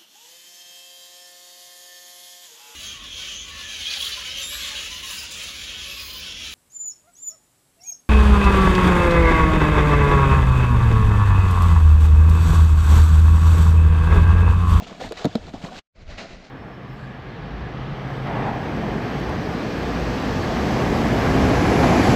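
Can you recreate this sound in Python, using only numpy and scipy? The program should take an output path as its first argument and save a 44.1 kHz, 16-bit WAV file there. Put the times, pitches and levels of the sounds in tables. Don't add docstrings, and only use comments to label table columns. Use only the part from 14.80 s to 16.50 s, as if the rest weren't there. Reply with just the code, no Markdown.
import sys
import numpy as np
from scipy import signal
from scipy.fft import rfft, irfft
from scipy.io import wavfile
from scipy.ndimage import uniform_filter1d

SR = 44100
rng = np.random.default_rng(int(sys.argv[2]) if len(sys.argv) > 2 else 0)


def to_wav(sig):
    pcm = np.clip(np.atleast_2d(sig), -1, 1) * 32767
    pcm = np.round(pcm).astype(np.int16)
    wavfile.write(sys.argv[1], SR, pcm.T)


N = 74970
T = np.arange(N) / SR
GAP_START_S, GAP_END_S = 0.99, 1.158

# (time [s], level [dB])
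SPLASH_LEVEL = [(0, -53), (.04, -42.5), (.062, -50.5), (.072, -42.5), (.135, -49), (.196, -50.5),
                (.207, -39), (.26, -39.5), (.30, -49), (.365, -47), (.377, -38.5), (.415, -40), (.47, -47),
                (.505, -48), (.53, -46.5), (.60, -51.5), (.695, -47), (.72, -58), (.742, -45.5),
                (.775, -50), (.811, -50.5), (.82, -46.5), (.847, -40), (.90, -50.5), (.99, -39)]
# (frequency [Hz], level [dB], t60 [s])
METAL_MODES = [(1443, -10, .05), (1718, -7, 0.038), (2030, -15, 0.095), (2260, -8.5, 0.032),
               (2970, -19, 0.03), (3305, -7, 0.016), (3540, -13.5, .05), (3670, -18.5, 0.094),
               (3934, -9, 0.057), (4360, -11.5, 0.036), (5100, -19.5, 0.089), (6700, -15, .03)]


def from_db(db):
    return 10 ** (np.asarray(db) / 20)


def rms_one(x):
    return x / np.sqrt(np.mean(x ** 2) + 1e-20)


def curve(rows):
    return np.interp(T, *np.transpose(rows))


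def steady(x, size):
    return x / np.sqrt(np.abs(uniform_filter1d(x ** 2, size)) + 1e-12)


def colour(x, spectrum):
    hz, db = np.transpose(spectrum)
    bin_hz = np.maximum(np.arange(N // 2 + 1) * SR / N, 1)
    gain = from_db(np.interp(np.log(bin_hz), np.log(hz), db))
    return irfft(rfft(x) * gain, N)


def ring(start, hz, t60, rise=0):
    age = np.maximum(T - start, 0)
    life = np.minimum(age / t60, 2)
    return np.sin(2 * np.pi * hz * age * (1 + rise * life)) * np.exp(-np.log(1000) * life) * (life < 2)


def burst(start, decay_s, spectrum):
    noise = steady(colour(rng.standard_normal(N), spectrum), size=60)
    return noise * (T >= start) * np.exp(-np.maximum(T - start, 0) / decay_s)


def grains(per_s, spread_db):
    sizes = from_db(spread_db * np.minimum(rng.exponential(1, N), 5)) * rng.choice([-1, 1], N)
    return sizes * (rng.random(N) < per_s / SR)


def spray():
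    # (frequency [Hz], gain [dB])
    drop_colour = [(400, -0.5), (1000, 2.5), (2000, -0.5), (3000, 2.5), (4000, -0.5), (5000, -3),
                   (7600, -10), (8800, -28.5), (10500, -38), (14000, -46)]
    # (time [s], level [dB])
    mist_level = [(0, -92), (.19, -72), (.21, -63), (.26, -61), (.31, -76), (.52, -80), (.62, -80.5),
                  (.80, -74), (.85, -66), (.91, -74), (.99, -68)]
    # (frequency [Hz], gain [dB])
    mist_colour = [(5000, -24.5), (8200, 12.5), (10300, -5), (12500, 1.5), (14500, -7), (16000, -11)]
    droplets = dict(per_s=5000, spread_db=2)
    drops = colour(grains(**droplets), drop_colour)
    singing = 0
    for hz, db, t60 in METAL_MODES:
        radius, angle = from_db(-60 / (t60 * SR)), 2 * np.pi * hz / SR
        resonator = [1, -2 * radius * np.cos(angle), radius * radius]
        mode = signal.lfilter([1, 0, -1], resonator, grains(**droplets))
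        singing += from_db(db) * rms_one(mode)
    wash = from_db(-2) * steady(drops, size=1500) + from_db(-8.5) * steady(singing, size=1500)
    mist = steady(colour(grains(**droplets), mist_colour), size=1500)
    return from_db(curve(SPLASH_LEVEL)) * wash + from_db(curve(mist_level)) * mist


def bubble_swarm(per_s, low_hz, high_hz, cycles, rise=0.072, spread_db=5):
    out, age = np.zeros(N + SR), np.arange(SR // 20) / SR
    for when, pitch, size, sign in rng.random((int(per_s * N / SR), 4)):
        hz = low_hz * (high_hz / low_hz) ** pitch
        life = age * hz / cycles
        tone = np.sin(2 * np.pi * hz * age * (1 + rise * life)) * np.exp(-np.log(1000) * life)
        gain = np.sign(sign - .5) * from_db(-spread_db * np.log(1 - size))
        onset = int(when * N)
        out[onset:onset + len(age)] += gain * tone
    return steady(out[:N], size=1000)


def bubbles():
    # (time [s], level [dB])
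    gurgle_level = [(0, -35), (.05, -48), (.075, -45.5), (.12, -40.5), (.185, -50.5), (.213, -30),
                    (.255, -38.5), (.295, -49.5), (.35, -50), (.415, -34), (.47, -44), (.505, -44.5),
                    (.61, -47), (.695, -42.5), (.72, -57.5), (.745, -33.5), (.80, -56.5), (.853, -34.5),
                    (.895, -45.5), (.99, -45)]
    # (frequency [Hz], gain [dB])
    vessel_colour = [(350, -4), (520, -2.5), (620, 0), (750, -0.5), (880, -4.5), (1150, -5.5)]
    # (time [s], level [dB], pitch [Hz], t60 [s])
    single_bubbles = [(.068, -33.5, 688, .07), (.213, -24, 740, .045), (.246, -34, 900, .05),
                      (.3735, -36, 1962, .04), (.412, -44, 696, .05), (.685, -38.5, 705, .06),
                      (.816, -33.5, 756, 0.025), (.849, -30, 664, 0.059), (.886, -34.5, 1100, 0.044),
                      (.922, -31, 745, .1)]
    large = bubble_swarm(per_s=840, low_hz=350, high_hz=1134, cycles=19)
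    small = bubble_swarm(per_s=900, low_hz=1070, high_hz=4520, cycles=37)
    gurgle = from_db(curve(gurgle_level) - 2.5) * rms_one(colour(large, vessel_colour))
    fizz = from_db(curve(SPLASH_LEVEL) - 4.5) * small
    glugs = sum(from_db(db) * ring(start, hz, t60, rise=.03) for start, db, hz, t60 in single_bubbles)
    return gurgle + fizz + glugs


def hollow_air():
    # (frequency [Hz], width of one filter pass [Hz], level [dB])
    air_modes = [(185, 86, -1.5), (265, 71, -6), (686, 150, -3.5)]
    # (time [s], level [dB])
    hollow_level = [(0, -51), (.12, -45.5), (.18, -47), (.21, -45), (.255, -42), (.31, -47.5), (.41, -56),
                    (.49, -49), (.63, -50.5), (.78, -47), (.89, -45), (1.0, -46.5)]
    ringing = 0
    for hz, width_hz, db in air_modes:
        peak = signal.iirpeak(hz, hz / width_hz, fs=SR)
        noise = rng.standard_normal(N + SR)
        mode = signal.lfilter(*peak, signal.lfilter(*peak, noise))[SR:]
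        ringing += from_db(db) * steady(mode, size=2000)
    return from_db(curve(hollow_level)) * ringing


def wind(buffets_per_s=30, buffet_db=0.5):
    # (time [s], level [dB])
    gust_level = [(0, -47.5), (.18, -58), (.275, -36.5), (.33, -54), (.55, -52), (.625, -38.5),
                  (.71, -45.5), (.85, -46), (.92, -53.5), (1.0, -45.5), (1.16, -53), (1.23, -40),
                  (1.31, -36), (1.37, -41.5), (1.44, -58), (1.54, -41.5), (1.62, -50), (1.7, -69)]
    # (frequency [Hz], gain [dB])
    rumble_colour = [(12, -6), (32, 3.5), (55, -1.5), (90, -5), (140, -14.5), (230, -33), (1000, -57),
                     (4000, -87)]
    buffets = np.interp(T * buffets_per_s, np.arange(100), rng.uniform(-1, 1, 100))
    rumble = steady(colour(rng.standard_normal(N), rumble_colour), size=2200)
    return from_db(curve(gust_level) - buffet_db * buffets) * rumble


def knocks(attack_s=.0036, band_hz=(70, 1300)):
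    # (time [s], thud level [dB], thud pitch [Hz], thud t60 [s], shell level [dB])
    slaps = [(0.019, -21.5, 195, 0.04, -29), (0.114, -24.5, 206, 0.038, -27),
             (0.244, -26.5, 238, 0.074, -33), (0.3103, -21, 446, 0.032, -20.5),
             (0.3218, -21, 320, 0.012, -17), (0.4467, -8, 161.6, 0.059, -5.5),
             (0.4539, -12, 281, 0.069, -20), (0.4581, -6, 282, 0.02, -9.5), (0.4675, -4.5, 191, 0.02, -24),
             (.487, -33, 105, 0.12, -40), (0.5521, -7, 224, 0.058, -7.5), (.5770, -35.5, 236, .03, -26),
             (0.673, -31.5, 152, 0.1, -31), (.7385, -16, 260, 0.033, -32.5), (.751, -29.5, 99, .07, -31),
             (0.8378, -17, 167, 0.046, -29.5), (.8485, -27.5, 200, 0.032, -40.5)]
    # (frequency [Hz], level [dB], t60 [s])
    shell_modes = [(381.5, -6.5, 0.031), (467, -1, 0.034), (611.5, 3, 0.02), (922, -16.5, 0.029),
                   (1308, -10, 0.018)]
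    blows = 0
    for start, thud_db, thud_hz, thud_t60, shell_db in slaps:
        thud = ring(start, thud_hz, thud_t60)
        shell = sum(from_db(db + rng.normal(0, 1)) * ring(start, hz, t60) for hz, db, t60 in shell_modes)
        attack = np.clip((T - start) / attack_s, 0, 1)
        blows += attack * (from_db(thud_db) * thud + from_db(shell_db) * shell)
    soft_contact = signal.butter(2, band_hz, "band", fs=SR, output="sos")
    return -signal.sosfilt(soft_contact, blows)


def clicks(focus_db_per_octave=4.5):
    # (time [s], level [dB], crack focus [Hz], snap level [dB])
    hits = [(0.3216, -28, 1700, -39), (0.3734, -32, 2400, -60), (0.4445, -24, 2400, -43),
            (0.4539, -25, 3400, -53), (.5542, -24, 4150, -43), (0.7371, -37, 1500, -62)]
    # (frequency [Hz], gain [dB])
    crack_colour = [(300, -7.5), (1300, 2), (2600, -10), (3800, -1), (4400, -1), (5200, -11), (7000, -13),
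                    (9500, -36), (15000, -55)]
    # (frequency [Hz], gain [dB])
    snap_colour = [(3000, -15), (7200, 0), (9500, -12), (13500, -12), (16000, -30)]
    out = 0
    for start, click_db, focus_hz, snap_db in hits:
        focused = [(hz, db - focus_db_per_octave * abs(np.log2(hz / focus_hz)))
                   for hz, db in crack_colour]
        crack = burst(start, decay_s=.0024, spectrum=focused)
        metal = sum(rng.choice([-1, 1]) * from_db(db) * ring(start, hz, t60)
                    for hz, db, t60 in METAL_MODES)
        snap = burst(start, decay_s=.0015, spectrum=snap_colour)
        out += from_db(click_db) * (from_db(-8.5) * metal + from_db(-1) * crack) + from_db(snap_db) * snap
    return out


def scuff():
    # (time [s], level [dB])
    grit_level = [(1.16, -60), (1.222, -53), (1.252, -59), (1.308, -43), (1.372, -48), (1.384, -34),
                  (1.48, -47), (1.534, -45), (1.58, -52), (1.67, -48), (1.7, -54)]
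    # (frequency [Hz], gain [dB])
    grit_colour = [(380, -29), (650, 1), (903, -11), (1550, -8), (1720, -12), (2010, -6), (3450, -15),
                   (4090, -12), (7280, -26), (8310, -40), (11500, -51), (15000, -72)]
    # (time [s], level [dB])
    background_level = [(1.16, -62), (1.208, -51), (1.26, -60), (1.31, -42), (1.368, -51), (1.388, -41),
                        (1.458, -41), (1.482, -52), (1.51, -44), (1.7, -52)]
    # (frequency [Hz], gain [dB])
    background_colour = [(70, -16), (185, 4), (350, -3), (520, -4), (660, -3), (900, -20), (3000, -70)]
    texture = dict(per_s=9000, spread_db=1.8)
    grit = steady(colour(grains(**texture), grit_colour), size=800)
    background = steady(colour(grains(**texture), background_colour), size=1200)
    return from_db(curve(grit_level)) * grit + from_db(curve(background_level)) * background


def scene():
    at_churn = T < (GAP_START_S + GAP_END_S) / 2
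    churn = spray() + bubbles() + hollow_air() + knocks() + clicks()
    return (np.where(at_churn, churn, scuff()) + wind())[None]


def record(dry):
    fade_s, gap_db, stopband_hz = 0.038, -59.5, 16350
    dip = np.clip(np.minimum(T - GAP_START_S, GAP_END_S - T) / fade_s, 0, 1)
    treble_cut = signal.cheby2(12, 70, stopband_hz, fs=SR, output="sos")
    return signal.sosfilt(treble_cut, dry * from_db(gap_db * dip))


dry = scene()
out = record(dry)
to_wav(out)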